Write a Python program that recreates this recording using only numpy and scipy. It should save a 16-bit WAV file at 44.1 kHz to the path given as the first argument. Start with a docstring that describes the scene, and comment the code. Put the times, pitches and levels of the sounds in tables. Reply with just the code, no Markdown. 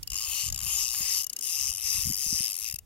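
"""Single sharp clicks quicken to a buzz: a spinning reel is cranked against its slipping drag, and a steel
clicker spring snaps over the spool's toothed ring, faster and slower as the handle goes round.
We are by a pond, the camera's stereo microphone close to the reel. The loose handle knocks twice.
Wind buffets the two microphone ports, and behind it all the outdoors hisses faintly."""
import sys
import numpy as np
from scipy.fft import rfft, irfft, next_fast_len
from scipy.io import wavfile
from scipy.ndimage import uniform_filter1d, map_coordinates

SR = 44100
rng = np.random.default_rng(int(sys.argv[2]) if len(sys.argv) > 2 else 0)


def wrap_up_sound(samples):
    """Save the sound to the file named by the first command line argument, as 16-bit audio."""
    columns = np.atleast_2d(samples).T
    # keep every value between -1 and 1, then stretch to whole-number steps
    tamed = np.clip(columns, -1, 1)
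    steps = np.round(tamed * 32767).astype(np.int16)
    wavfile.write(sys.argv[1], SR, steps)


N = 125685

# The spool's turning: t/s, teeth passed under the clicker
SPOOL_TRAVEL = [(0.0285, 0), (0.0734, 1), (0.1002, 2), (0.1178, 3), (0.1318, 4), (0.1535, 6), (0.2034, 11),
                (0.2444, 16), (0.2773, 21), (0.3004, 25), (0.4199, 48), (0.4663, 55), (0.4845, 57),
                (0.4992, 58), (0.5232, 59), (0.5433, 60), (0.5752, 62), (0.6017, 64), (0.6229, 66),
                (0.6624, 71), (0.7761, 94), (0.8382, 107), (0.8694, 111), (0.8966, 114), (0.9533, 121),
                (1.0087, 131), (1.1146, 153), (1.1797, 165), (1.22, 171), (1.2416, 173), (1.2658, 174),
                (1.2961, 175), (1.3629, 177), (1.3882, 178), (1.4092, 179), (1.4228, 180), (1.4475, 183),
                (1.4709, 187), (1.4934, 190), (1.5589, 201), (1.7048, 221), (1.7246, 223), (1.7694, 227),
                (1.8157, 232), (1.8378, 235), (1.976, 263), (2.0252, 271), (2.099, 280), (2.1747, 287),
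                (2.2072, 291), (2.2609, 299), (2.389, 320), (2.4593, 329), (2.5171, 335), (2.5751, 340),
                (2.5972, 342), (2.6166, 344), (2.6338, 346), (2.6855, 352), (2.7102, 354), (2.7241, 355),
                (2.7404, 356), (2.7583, 357), (2.7868, 358)]
# Click strength as the reel turns and sways: t/s, then level/dB of rod, housing, spool, rim, spring
PART_LEVELS = [(0.0, -61, -36.5, -27.5, -35, -26.5), (0.15, -49.5, -31, -25, -27.0, -24.5),
               (0.27, -53, -32.5, -36.5, -34.5, -26), (0.4, -52, -31, -28.5, -29, -22),
               (0.53, -53, -34, -29.5, -26, -25.5), (0.64, -53.5, -34.5, -32.5, -28, -24.5),
               (0.77, -50, -34.5, -24, -26.5, -23.5), (0.9, -53, -33.5, -25.5, -29, -21),
               (1.0, -53, -35, -30.5, -32.5, -24), (1.13, -54.5, -32, -22.5, -27, -21),
               (1.25, -53, -39.5, -30, -29, -23.5), (1.4, -60, -40.5, -27.5, -31.0, -22.5),
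               (1.5, -57.5, -36.5, -26.5, -31, -23), (1.68, -54.5, -36.5, -25, -32, -22.5),
               (1.79, -53.5, -38, -30.5, -41, -24.5), (1.9, -59, -36, -22, -32, -23.5),
               (2.05, -58.5, -36.5, -26.5, -28.0, -21), (2.15, -59.0, -39, -28, -38, -23.5),
               (2.3, -62, -38.5, -23.5, -35, -23), (2.45, -59.5, -36, -24.0, -31.5, -21),
               (2.58, -59, -39.5, -33.0, -38, -24), (2.68, -62.5, -37.5, -27.5, -34, -23.5),
               (2.8, -77, -44.5, -36.5, -42, -21)]
# Modes of each part: f/Hz, width/Hz, level/dB, gain per doubled click rate/dB,
# gain as the reel tilts/(dB/s), right below left/dB, right phase lag/rad
ROD_MODES = [(690, 120, -17, -1, .1, 0.5, 0.055), (804.5, 69, -8.5, 3, 1, 1.5, 0.66),
             (1140, 310, 2.5, 1.8, 0.3, 1, 0.89)]
HOUSING_MODES = [(2105, 600, -13.5, 1, 3, 7.6, 0.96), (2675, 265, -5.5, 1, .1, 6.1, .5),
                 (2867.5, 73, -8, -0.59, -2.5, 11, 0.83), (3052, 260, -8.5, 0.87, .1, 4, 0.98),
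                 (3710, 770, -8, -0.99, 2.5, 15, 1), (4424, 310, -9, 0.33, -0.5, 2, 0.52)]
SPOOL_MODES = [(5039, 474, -3.5, -0.49, -0.81, 3.2, 2.71), (5923, 1480, -2.5, 1, 1, 21, 1.9),
               (6427, 410, -8.5, 1, 0.35, 3.5, 1.6)]
RIM_MODES = [(6740, 164, -0.39, 0.22, -.6, 8.7, 2.4), (7218, 285, -5.27, 0.00093, 0.021, 13, 4.96)]
SPRING_MODES = [(8860, 2550, -12.5, -0.16, -1, 11.6, 1.2), (9183, 274, -7, -1, 1, 12.4, 2.25),
                (10700, 2900, -10, 0.042, 0.49, 12, 1.73), (11830, 1440, -6.5, 0.00077, 0.87, 9.6, 1.42),
                (12940, 730, -19, 0.26, -.6, 3.6, 2.5), (13850, 440, -12.5, 0.63, -1.1, 7.3, 4.2),
                (15450, 1200, -15, .1, .1, 4.8, 3)]
# Play in the handle: t/s, level/dB
HANDLE_KNOCKS = [(0.606, -34.5), (0.947, -28)]
# Wind on the microphone: t/s, rumble level/dB, flutter level/dB, left over right/dB
GUSTS = [(0.0, -45.5, -61, -6), (0.06, -54, -65, -23), (0.13, -43.5, -71, 8), (0.19, -53, -64, -6.0),
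         (0.29, -56.5, -75, 22), (0.34, -53, -77, 10), (0.38, -58.5, -74, 16.0), (0.43, -59, -67, -10),
         (0.46, -53, -73, -11.0), (0.49, -45, -75, -2), (0.52, -38.5, -60, 17), (0.6, -47, -72, 2),
         (0.81, -54.5, -71, 19), (0.89, -57, -88, 10.0), (0.97, -58, -76, 12.0), (1.01, -54, -43, 31.0),
         (1.05, -53, -89, 10), (1.15, -60, -78, 21), (1.4, -70.5, -55, -9), (1.6, -58, -91, -6),
         (1.67, -51, -91, 30), (1.72, -53.5, -77, -1), (1.85, -63, -66, 11), (1.89, -59, -58, -11),
         (1.98, -43.5, -59, 21), (2.02, -54, -60, 2), (2.22, -57.5, -59, 8), (2.45, -63.5, -58, 3),
         (2.63, -60.5, -69, -7), (2.85, -55, -70.5, 4)]
# Single eddies at the ports: t/s, level/dB, f/Hz, left over right/dB
EDDIES = [(0.062, -53, 48, -7), (0.118, -56, 67, 11), (0.135, -49, 73, 9), (0.175, -50, 65, -14),
          (0.288, -42.5, 65.5, 30), (0.315, -51, 62, 9), (0.44, -40, 100, -21), (0.467, -36, 89, -20),
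          (0.482, -39, 100, -6), (0.493, -38.5, 80, 16), (0.517, -37, 63.4, -25), (0.531, -45, 66, -4),
          (0.551, -55, 31, 11), (0.567, -42, 83, 13), (0.59, -57, 64, 0), (0.632, -39, 99, -17),
          (0.651, -38.5, 63, 8), (0.665, -39, 105, 13), (0.683, -42, 80, 19), (1.008, -40.5, 100, 32),
          (1.68, -47, 68, 28), (1.695, -45, 90, 25), (1.712, -49, 56, 15), (1.852, -43, 56.3, 33),
          (1.96, -46, 47.6, 16), (1.975, -49, 152, 30), (1.99, -34.5, 73, 29), (2.008, -44, 45, 14),
          (2.036, -38, 61, -2), (2.059, -30, 104, 11), (2.073, -28, 139, 8), (2.085, -33.5, 75, 2),
          (2.096, -32, 156, 5), (2.103, -28.5, 185, -5), (2.112, -32.5, 129, -1), (2.117, -36, 117, 1),
          (2.266, -38, 164, 4), (2.286, -41.5, 40.5, -1), (2.305, -48, 114, 1), (2.329, -29, 179, 3.5),
          (2.338, -46, 189, -3), (2.35, -38, 67.5, -3), (2.407, -34, 149, 3), (2.743, -35.5, 92, 2.5)]
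# Spectra of wind rumble, wind flutter and open air: f/Hz, level/dB (relative, per Hz)
RUMBLE_SPECTRUM = [(15, -12), (40, -1), (70, 1.5), (120, -9.5), (200, -21), (400, -40)]
FLUTTER_SPECTRUM = [(60, -47), (130, -15.5), (200, -6.5), (280, -9), (400, -11.5), (700, -20)]
AIR_SPECTRUM = [(200, -5), (450, 0), (700, -8), (1600, -20), (2200, -13), (3000, -24), (9000, -30),
                (13000, -38)]

TIME = np.arange(N) / SR
FFT_SIZE = next_fast_len(N + SR // 4)
FREQS = np.fft.rfftfreq(FFT_SIZE, 1 / SR)


def reel(trim_db=-5.5, usual_clicks_per_s=120, drift_db=2.5, drift_clicks=14.05):
    """The reel, close up: each click rings every part's modes, which swell and fade as the spool turns."""
    starts, force = clicker()
    latest_click = np.clip(np.searchsorted(starts, np.arange(N), "right") - 1, 0, None)
    click_rate = SR / uniform_filter1d(np.gradient(starts * 1.), size=5)
    doublings = np.log2(click_rate / usual_clicks_per_s)
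    from_middle_s = (starts - N / 2) / SR
    times, *part_levels = np.transpose(PART_LEVELS)
    parts = [ROD_MODES, HOUSING_MODES, SPOOL_MODES, RIM_MODES, SPRING_MODES]
    spectrum = np.zeros((2, len(FREQS)), complex)
    for modes, levels in zip(parts, part_levels):
        part_db = trim_db + np.interp(starts / SR, times, levels)
        for k, (hz, width, db, faster_db, tilt_db_per_s, below_db, lag) in enumerate(modes):
            scatter, side_scatter, knots = rng.standard_normal((len(starts), 3)).T
            drift = map_coordinates(knots, [np.arange(len(starts)) / drift_clicks])
            left_db = part_db + db + faster_db * doublings + tilt_db_per_s * from_middle_s
            left_db += 1.2 * scatter + drift_db * drift
            right_db = left_db - below_db + 1.5 * side_scatter
            gain = amp([left_db, right_db])[:, latest_click]
            ring = (-1) ** k * resonance(hz, width) * np.sqrt(SR / width)
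            stereo_phase = np.exp(-1j * np.array([[0], [lag]]))
            spectrum += rfft(force * gain, FFT_SIZE) * ring * stereo_phase
    return irfft(spectrum, FFT_SIZE)[:, :N]


def clicker(jitter_s=.0003, size_scatter_db=.6, stereo_spread=.66):
    """Each tooth lifts the spring with a tick; it snaps down and rattles. Gives start samples and force."""
    snap_delay_s, rise_s, hold_s = .0022, .0012, .0007
    tick_t60, snap_t60, echo_t60 = .006, .011, .055
    times, teeth = np.transpose(SPOOL_TRAVEL)
    tooth_times = np.interp(np.arange(teeth[-1] + 1), teeth, times)
    jitter, delay_db, size = rng.standard_normal((len(tooth_times), 3)).T
    starts = np.round((tooth_times + jitter_s * jitter) * SR).astype(int)
    strength = amp(size_scatter_db * size[:, None])
    t = np.arange(SR // 12) / SR
    samples = (starts[:, None] + np.arange(len(t))).ravel()

    def train(shape):
        """One envelope a click; overlaps add in power."""
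        return np.sqrt(np.bincount(samples, (shape * strength).ravel() ** 2, N + SR)[:N])

    tick = amp(-1 - 60 * t / tick_t60)
    since_snap = t - snap_delay_s * amp(delay_db[:, None])
    rise = np.exp(-(since_snap / rise_s) ** 2)
    decay = amp(-60 * np.maximum(since_snap - hold_s, 0) / snap_t60)
    snap = np.where(since_snap < 0, rise, decay)
    left, other = np.sign(rng.standard_normal((2, N)))
    right = np.sqrt(1 - stereo_spread ** 2) * left + stereo_spread * other
    direct = train(tick + snap) * np.array([left, right])
    # faint scatter off hands, jacket and bank, dull above 6 kHz
    tail = (since_snap > 0) * amp(-15 - 60 * t / echo_t60)
    echo = filtered(train(tail) * rng.standard_normal((2, N)), 1 / (1 + 1j * FREQS / 6000) ** 2)
    return starts, direct + echo


def handle(t60=.025, right_db=-10):
    """The loose handle knocks dully against its stop, left of centre."""
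    envelope = sum((TIME > s) * amp(db + 3 - 60 * np.abs(TIME - s) / t60) for s, db in HANDLE_KNOCKS)
    knock = filtered(envelope * rng.standard_normal(N), resonance(hz=2070, width=3700))
    return knock * amp([[0], [right_db]])


def wind(lump_db=2):
    """Lumpy rumble, now on one microphone port, now on the other, with a higher flutter in the gusts."""
    times, *columns = np.transpose(GUSTS)
    rumble_db, flutter_db, pan_db = [np.interp(TIME, times, column) for column in columns]
    rumble = unit(amp(lump_db * wobble(30.77)) * noise(RUMBLE_SPECTRUM, correlation=0.5))
    flutter = unit(amp(lump_db * wobble(45)) * noise(FLUTTER_SPECTRUM, correlation=1))
    return pan_gains(pan_db) * (amp(rumble_db) * rumble + amp(flutter_db) * flutter)


def eddies(width_cycles=0.43, trim_db=0.5):
    """Single eddies thump the ports: one push with a dip on each side."""
    thumps = np.zeros((2, N))
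    for s, db, hz, pan_db in EDDIES:
        cycles = (TIME - s) * hz
        push = np.cos(2 * np.pi * cycles) * np.exp(-(cycles / width_cycles) ** 2)
        thumps += amp(db + trim_db) * pan_gains(pan_db)[:, None] * push
    return thumps


def open_air(level_db=-75.5):
    """The faint hiss around the pond, nearly the same in both channels."""
    return amp(level_db) * noise(AIR_SPECTRUM, correlation=0.99)


def amp(db):
    return 10 ** (np.asarray(db) / 20)


def unit(x):
    return x / np.sqrt(np.mean(x ** 2) + 1e-20)


def filtered(x, response):
    """x through a response given at FREQS."""
    return irfft(rfft(x, FFT_SIZE) * response, FFT_SIZE)[..., :N]


def resonance(hz, width):
    """Response of two like band-passes in series."""
    return (1j * FREQS * width / (hz ** 2 - FREQS ** 2 + 1j * FREQS * width)) ** 2


def noise(spectrum, correlation):
    """Stereo noise of rms 1, partly shared by the channels."""
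    hz, db = np.transpose(spectrum)
    mid, side = rng.standard_normal((2, N))
    angle = np.arccos(correlation) / 2
    pair = np.cos(angle) * mid + np.sin(angle) * side * [[1], [-1]]
    return unit(filtered(pair, amp(np.interp(np.log(FREQS + 1), np.log(hz), db))))


def wobble(knots_per_s):
    """A smooth random curve for each channel."""
    knots = rng.standard_normal((2, int(N * knots_per_s / SR) + 4))
    return np.array([map_coordinates(row, [TIME * knots_per_s]) for row in knots])


def pan_gains(pan_db):
    """Left and right gains with a mean of 1."""
    return amp(np.minimum([pan_db, -pan_db], 0)) * 2 / (1 + amp(-np.abs(pan_db)))


def scene():
    """Reel and handle up close, wind right on the microphone, open air behind."""
    return reel() + handle() + wind() + eddies() + open_air()


def record(dry, top_hz=15800):
    """The camera keeps nothing above its band limit."""
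    return filtered(dry, FREQS < top_hz)


dry = scene()
out = record(dry)
wrap_up_sound(out)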